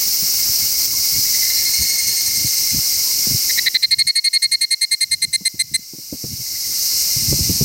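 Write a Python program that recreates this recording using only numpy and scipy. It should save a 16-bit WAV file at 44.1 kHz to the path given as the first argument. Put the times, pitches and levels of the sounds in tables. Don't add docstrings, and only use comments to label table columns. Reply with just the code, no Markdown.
import sys
import numpy as np
from scipy import signal
from scipy.fft import rfft, irfft, next_fast_len
from scipy.io import wavfile
from scipy.ndimage import uniform_filter1d, minimum_filter1d, map_coordinates

SR = 44100
rng = np.random.default_rng(int(sys.argv[2]) if len(sys.argv) > 2 else 0)


def transcribe(u):
    v = np.clip(np.atleast_2d(u).T, -1, 1)
    q = np.round(v * 32767).astype(np.int16)
    wavfile.write(sys.argv[1], SR, q)


N = 336924

NEAR_ONSETS_S = [3.495, 3.576, 3.662, 3.744, 3.825, 3.908, 3.985, 4.068, 4.153, 4.24, 4.330, 4.42, 4.514,
                 4.609, 4.706, 4.811, 4.911, 5.006, 5.111, 5.218, 5.329, 5.451, 5.592, 5.738]
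MIDWAY_ONSETS_S = [1.250, 1.335, 1.415, 1.492, 1.565, 1.645, 1.728, 1.812, 1.890, 1.978, 2.070, 2.162,
                   2.256, 2.352, 2.458, 2.565, 2.690, 2.932]
FAR_ONSETS_S = [6.455, 6.545, 6.635, 6.725, 6.82, 6.90, 6.995, 7.095, 7.195, 7.295, 7.43]
OVERTONES_DB = [-10.5, -3, -11, -23.5]
# frequency in Hz, relative density in dB.
TICK_SPECTRUM = [(400, -15), (2000, 20), (5000, 7), (10000, 2), (14000, -38)]
# frequency in Hz, gain in dB.
BODY_RESPONSE = [(300, 6.5), (1200, -19), (1550, -15.5), (1830, 2), (2200, 0.5), (2600, -7.5), (3200, -8.5),
                 (3650, -7.5), (3980, -2), (4700, -2.5), (6000, -5.5), (13000, 3.5), (15000, -8)]
# frequency in Hz, T60 in seconds.
FOREST_T60 = [(500, 0.17), (2100, 1), (4300, 0.87), (9000, 0.12)]
# time in seconds, chorus gain in dB, buzz gain in dB.
BED_GAINS = [(0, -18.5, -18), (1.35, -17, -19.5), (2.0, -20, -23.5), (3.0, -18, -21.5), (3.6, -18.7, -22.5),
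             (5.6, -17.5, -22.5), (6.85, -16.5, -22), (7.15, -19, -27)]
# frequency in Hz, relative density in dB.
CHORUS_SPECTRUM = [(1880, -33.5), (3200, -52), (3680, -20), (4190, -7.5), (4740, -1.5), (5500, 2.5),
                   (7430, -9), (8670, -10), (9870, -16), (11000, -11), (14300, -7), (22000, -120)]
# centre in Hz, half-width in Hz, level in dB.
SINGERS = [(2844, 20, -50.5), (4230, 110, -42), (8420, 180, -35.5), (8920, 130, -37.5)]
# time in seconds, gain in dB.
DISTANT_GAINS = [(0, -42.5), (1.7, -36), (2.6, -40), (6.6, -42), (7.64, -60)]
# frequency in Hz, relative density in dB.
BUZZ_SPECTRUM = [(7000, -21), (10000, -36), (11500, -17), (13400, 1), (14500, -1.5), (16000, 2.5)]
# start in seconds, level in dB, pitch in Hz.
HAND_BUMPS = [(.225, -22.5, 160), (0.491, -24.5, 108), (1.151, -31, 115), (1.813, -23, 130),
              (2.372, -21.5, 108), (2.445, -15, 127), (2.745, -14.5, 144), (3.268, -14, 197),
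              (3.311, -14.5, 129), (5.241, -7, 208), (5.408, -8, 207), (5.541, -10, 186),
              (5.711, -15.5, 202), (5.79, -15, 177), (5.934, -12, 260), (5.984, -14, 240),
              (6.125, 0.5, 210), (6.238, -4.5, 204), (7.163, -18.5, 132), (7.324, -12, 265),
              (7.389, -21.5, 254), (7.494, -4, 155), (7.609, -2, 145)]
# start in seconds, length in seconds, level in dB.
FINGER_RUBS = [(0.574, 0.15, -38), (1.116, 0.13, -34), (1.78, 0.09, -31.5), (2.706, .1, -26),
               (3.291, 0.083, -23.5), (3.852, 0.26, -25), (4.433, .14, -31), (5.01, 0.42, -26.5),
               (5.533, 0.34, -26.5), (6.221, 0.22, -25), (7.15, 0.48, -24.5)]
# frequency in Hz, relative density in dB.
RUB_SPECTRUM = [(20, -20), (70, 4.5), (140, 4.5), (260, -7), (450, -25), (900, -44), (3000, -79)]
# peak time in seconds, pitch in Hz, level in dB.
BIRD_WHISTLES = [(.96, 1053, -44.5), (3.08, 1020, -50)]
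# frequency in Hz, relative density in dB.
AIR_SPECTRUM = [(20, -59), (50, -2), (100, -16), (200, -13.5), (400, -6.5), (800, -10.5), (1500, -16.5),
                (2400, 1), (3300, -5), (6000, -13), (16000, -13)]


def evening_cicada(onsets_s, rest_hz, rise_hz, stamina_s, level_db, timid_db, tire_db_per_s,
                   jitter_s=8e-6, stretch=1, warm_up_s=.381, lock_s=.23, find_voice_s=.19):
    song = np.zeros(N)
    for start_s in onsets_s:
        age_s = start_s - onsets_s[0]
        cold = np.exp(-(age_s / warm_up_s) ** 3)
        unlocked = np.exp(-(age_s / lock_s) ** 3)
        timid = np.exp(-(age_s / find_voice_s) ** 1.44)
        fresh = max(1 - age_s / stamina_s, 0)
        vigour = (1 - cold) * fresh
        harsh_db = 2.03 * age_s
        note = tymbal_note(length_s=stretch * (.0159 + .039 * min(age_s / .73, 1) * fresh),
                           pitch_hz=rest_hz + rise_hz * vigour,
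                           low_db=-11 + 14 * unlocked + harsh_db,
                           bright_db=-8 - 13 * cold + harsh_db,
                           jitter_s=jitter_s * (1 + 7 * timid),
                           damping=1 + .83 * cold, soft_clicks=1 + 3 * timid)
        add(song, start_s, amp(level_db + timid_db * timid - tire_db_per_s * age_s) * note)
    return equalised(song, BODY_RESPONSE)


def tymbal_note(length_s, pitch_hz, low_db, bright_db, jitter_s, damping, soft_clicks,
                scoop=.032, scoop_s=.006, rise_s=.0013, tick_s=.0004):
    t = np.arange(SR // 14) / SR
    t = t - scoop * scoop_s * (1 - np.exp(-t / scoop_s))
    period_s = 7 / pitch_hz
    clicks_s = np.arange(20) * period_s
    scatter, size = rng.standard_normal((2, len(clicks_s)))
    offsets_s = jitter_s * scatter * np.exp(-clicks_s / .03)
    age_s = np.maximum(t - (clicks_s + offsets_s)[:, None], 0)
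    lead_in_db = -12 * np.exp(-(clicks_s / period_s / soft_clicks) ** 2)
    gate = np.clip(2 * (length_s - clicks_s) / period_s - .5, 0, 1)
    force = gate * amp(.5 * size + lead_in_db)
    hard = 1 / (1 + (clicks_s / (.052 * amp(bright_db))) ** 8)
    cycles = (1 - .0089) * pitch_hz * age_s
    strike = 1 - np.exp(-age_s / rise_s)

    def partial(k, weight, decay_s=.0019):
        envelope = strike * np.exp(-damping * age_s / decay_s)
        return (force * weight) @ (envelope * np.sin(2 * np.pi * k * cycles))

    upper = sum(amp(bright_db + db) * partial(k, 2.6 * hard + .16, decay_s=.0012)
                for k, db in enumerate(OVERTONES_DB, 3))
    ring = unit(amp(low_db) * partial(1, .59) + partial(2, 1.25 - .31 * hard) + upper)
    ticks = (force * (hard + .54)) @ (np.exp(-age_s / tick_s) * (age_s > 0))
    note = ring + amp(-23) * coloured(ticks * rng.standard_normal(len(t)), TICK_SPECTRUM)
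    return note / np.sqrt(np.sum(note ** 2) / (length_s * SR))


def through_trees(x, wet_db=-5):
    x = equalised(x, [(1800, -5.5), (2100, -1.5), (4300, -6.5), (6400, 13.5), (8500, 2), (11000, -4)])
    return x + amp(wet_db) * forest_echo(x)


def forest_echo(x, reach=1):
    hz, t, bins = signal.stft(rng.standard_normal(SR), SR, nperseg=256)
    decay = amp(-60 * t / reach / along(FOREST_T60, hz)[:, None])
    tail = signal.istft(bins * decay, SR, nperseg=256)[1]
    return signal.fftconvolve(np.pad(x, (300, 0)), tail / np.linalg.norm(tail))[:N]


def chorus(gain_db, flutter_hz=11, note_rate_hz=10):
    flutter_db = .091 * narrow(flutter_hz, 2.5) + .5 * wobble(60)
    hiss = amp(gain_db + .43 + flutter_db) * noise(CHORUS_SPECTRUM)
    singers = sum(amp(db + .54 * wobble(4.3)) * narrow(hz, width_hz) for hz, width_hz, db in SINGERS)
    note_cycles = np.cumsum(note_rate_hz * (1 + .212 * wobble(4.2))) / SR
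    pulse_db = 3.8 * np.sin(2 * np.pi * note_cycles) - 1.5
    distant = amp(curves(DISTANT_GAINS)[0] + pulse_db) * narrow(2143, 52)
    return hiss + singers + distant


def high_buzz(gain_db, click_hz=385, snap_s=.00044, throb_hz=15.5):
    t = np.arange(N) / SR
    cycles = np.cumsum(click_hz * (1 + .034 * wobble(25))) / SR
    count = cycles.astype(int)
    force = amp(4.1 * rng.standard_normal(8192)[count] - 3.3 * (count % 2))
    clicks = .87 + force * np.exp(-(cycles % 1) / click_hz / snap_s)
    throb = amp(2.7 * np.cos(2 * np.pi * throb_hz * (t - .02)))
    return amp(gain_db + 1.1) * coloured(clicks * throb * rng.standard_normal(N), BUZZ_SPECTRUM)


def hand_bumps(t60_s=.067, rise_s=.0026):
    track, t = np.zeros(N), np.arange(SR // 2) / SR
    envelope = amp(-60 * t / t60_s) * (1 - np.exp(-t / rise_s))
    for start_s, db, pitch_hz in HAND_BUMPS:
        half_cycles = 2 * pitch_hz * t
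        push = np.sin(np.pi * half_cycles) * half_cycles * np.exp(1 - half_cycles)
        white = rng.standard_normal(len(t))
        rumble = unit(filtered(white, lambda hz: (hz / pitch_hz) ** 1.3 / (1 + (hz / pitch_hz) ** 4.2)))
        add(track, start_s, amp(db) * (.66 * push + .9 * rumble * envelope))
    mic_bass_cut = signal.butter(2, 60, "highpass", fs=SR, output="sos")
    return signal.sosfilt(mic_bass_cut, track)


def grip(hold_db=-45.5, lumps_db=4, stick_db=4):
    t = np.arange(N) / SR
    rumble = noise([(20, -18), (70, 2.5), (160, -5), (350, -8), (900, -45), (3000, -80)])
    holding = amp(hold_db) * unit(amp(lumps_db * wobble(17)) * rumble)
    strokes = sum(amp(db) * np.sin(np.pi * np.clip((t - start_s) / length_s, 0, 1))
                  for start_s, length_s, db in FINGER_RUBS)
    friction = unit(amp(stick_db * wobble(45)) * noise(RUB_SPECTRUM))
    return holding + strokes * friction


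def bird(fade_s=.045):
    t = np.arange(N) / SR
    return sum(amp(db) * np.exp(-((t - peak_s) / fade_s) ** 2) * narrow(hz, 28)
               for peak_s, hz, db in BIRD_WHISTLES)


def forest_air(level_db=-39):
    return amp(level_db) * noise(AIR_SPECTRUM)


def amp(db):
    return 10 ** (np.asarray(db) / 20)


def unit(x):
    return x / np.sqrt(np.mean(x ** 2) + 1e-20)


def along(points, hz):
    knots_hz, values = np.transpose(points)
    return np.interp(np.log(hz + 1), np.log(knots_hz + 1), values)


def curves(rows):
    times_s, *columns = np.transpose(rows)
    return [np.interp(np.arange(N) / SR, times_s, column) for column in columns]


def wobble(rate_hz):
    return map_coordinates(rng.standard_normal(4096), [np.arange(N) * rate_hz / SR], mode="wrap")


def filtered(x, response):
    size = next_fast_len(len(x) + 8192)
    return irfft(rfft(x, size) * response(np.fft.rfftfreq(size, 1 / SR)), size)[:len(x)]


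def equalised(x, points):
    return filtered(x, lambda hz: amp(along(points, hz)))


def coloured(x, spectrum):
    return unit(equalised(x, spectrum))


def noise(spectrum):
    return coloured(rng.standard_normal(N), spectrum)


def narrow(centre_hz, half_width_hz):
    white = rng.standard_normal(N)
    return unit(filtered(white, lambda hz: 1 / (1 + ((hz - centre_hz) / half_width_hz) ** 2)))


def add(track, start_s, x):
    part = track[max(round(start_s * SR), 0):][:len(x)]
    part += x[:len(part)]


def scene():
    near = evening_cicada(NEAR_ONSETS_S, rest_hz=2028, rise_hz=164.1, stamina_s=3.2,
                          level_db=10.5, timid_db=-30, tire_db_per_s=1.12, jitter_s=3e-5)
    midway = evening_cicada(MIDWAY_ONSETS_S, rest_hz=2057, rise_hz=176.5, stamina_s=1.73,
                            level_db=-11, timid_db=-19.5, tire_db_per_s=8, stretch=.9)
    far = evening_cicada(FAR_ONSETS_S, rest_hz=2055, rise_hz=100, stamina_s=1.3,
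                         level_db=-24, timid_db=-6, tire_db_per_s=2, stretch=.9)
    calls = near + amp(-32) * forest_echo(near, reach=.6) + through_trees(midway + far)
    chorus_db, buzz_db = curves(BED_GAINS)
    bed = forest_air() + chorus(chorus_db) + high_buzz(buzz_db) + bird()
    mono = calls + bed + hand_bumps() + grip()
    return np.array([mono, mono])


def record(dry, ceiling_db=-4.5, recovery_db_per_s=17, attack_s=.00033, top_hz=15950):
    peak = -minimum_filter1d(-np.abs(dry[0]), size=16)
    peak_db = 20 * np.log10(np.abs(uniform_filter1d(peak, size=64)) + 1e-9)
    excess_db = np.maximum(peak_db - ceiling_db, 0)
    climb_db = recovery_db_per_s * np.arange(N) / SR
    cut_db = np.maximum.accumulate(excess_db + climb_db) - climb_db
    pole = np.exp(-1 / (attack_s * SR))
    gain = amp(-signal.lfilter([1 - pole], [1, -pole], cut_db))
    return np.array([filtered(np.clip(x * gain, -1, 1), lambda hz: hz < top_hz) for x in dry])


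dry = scene()
out = record(dry)
transcribe(out)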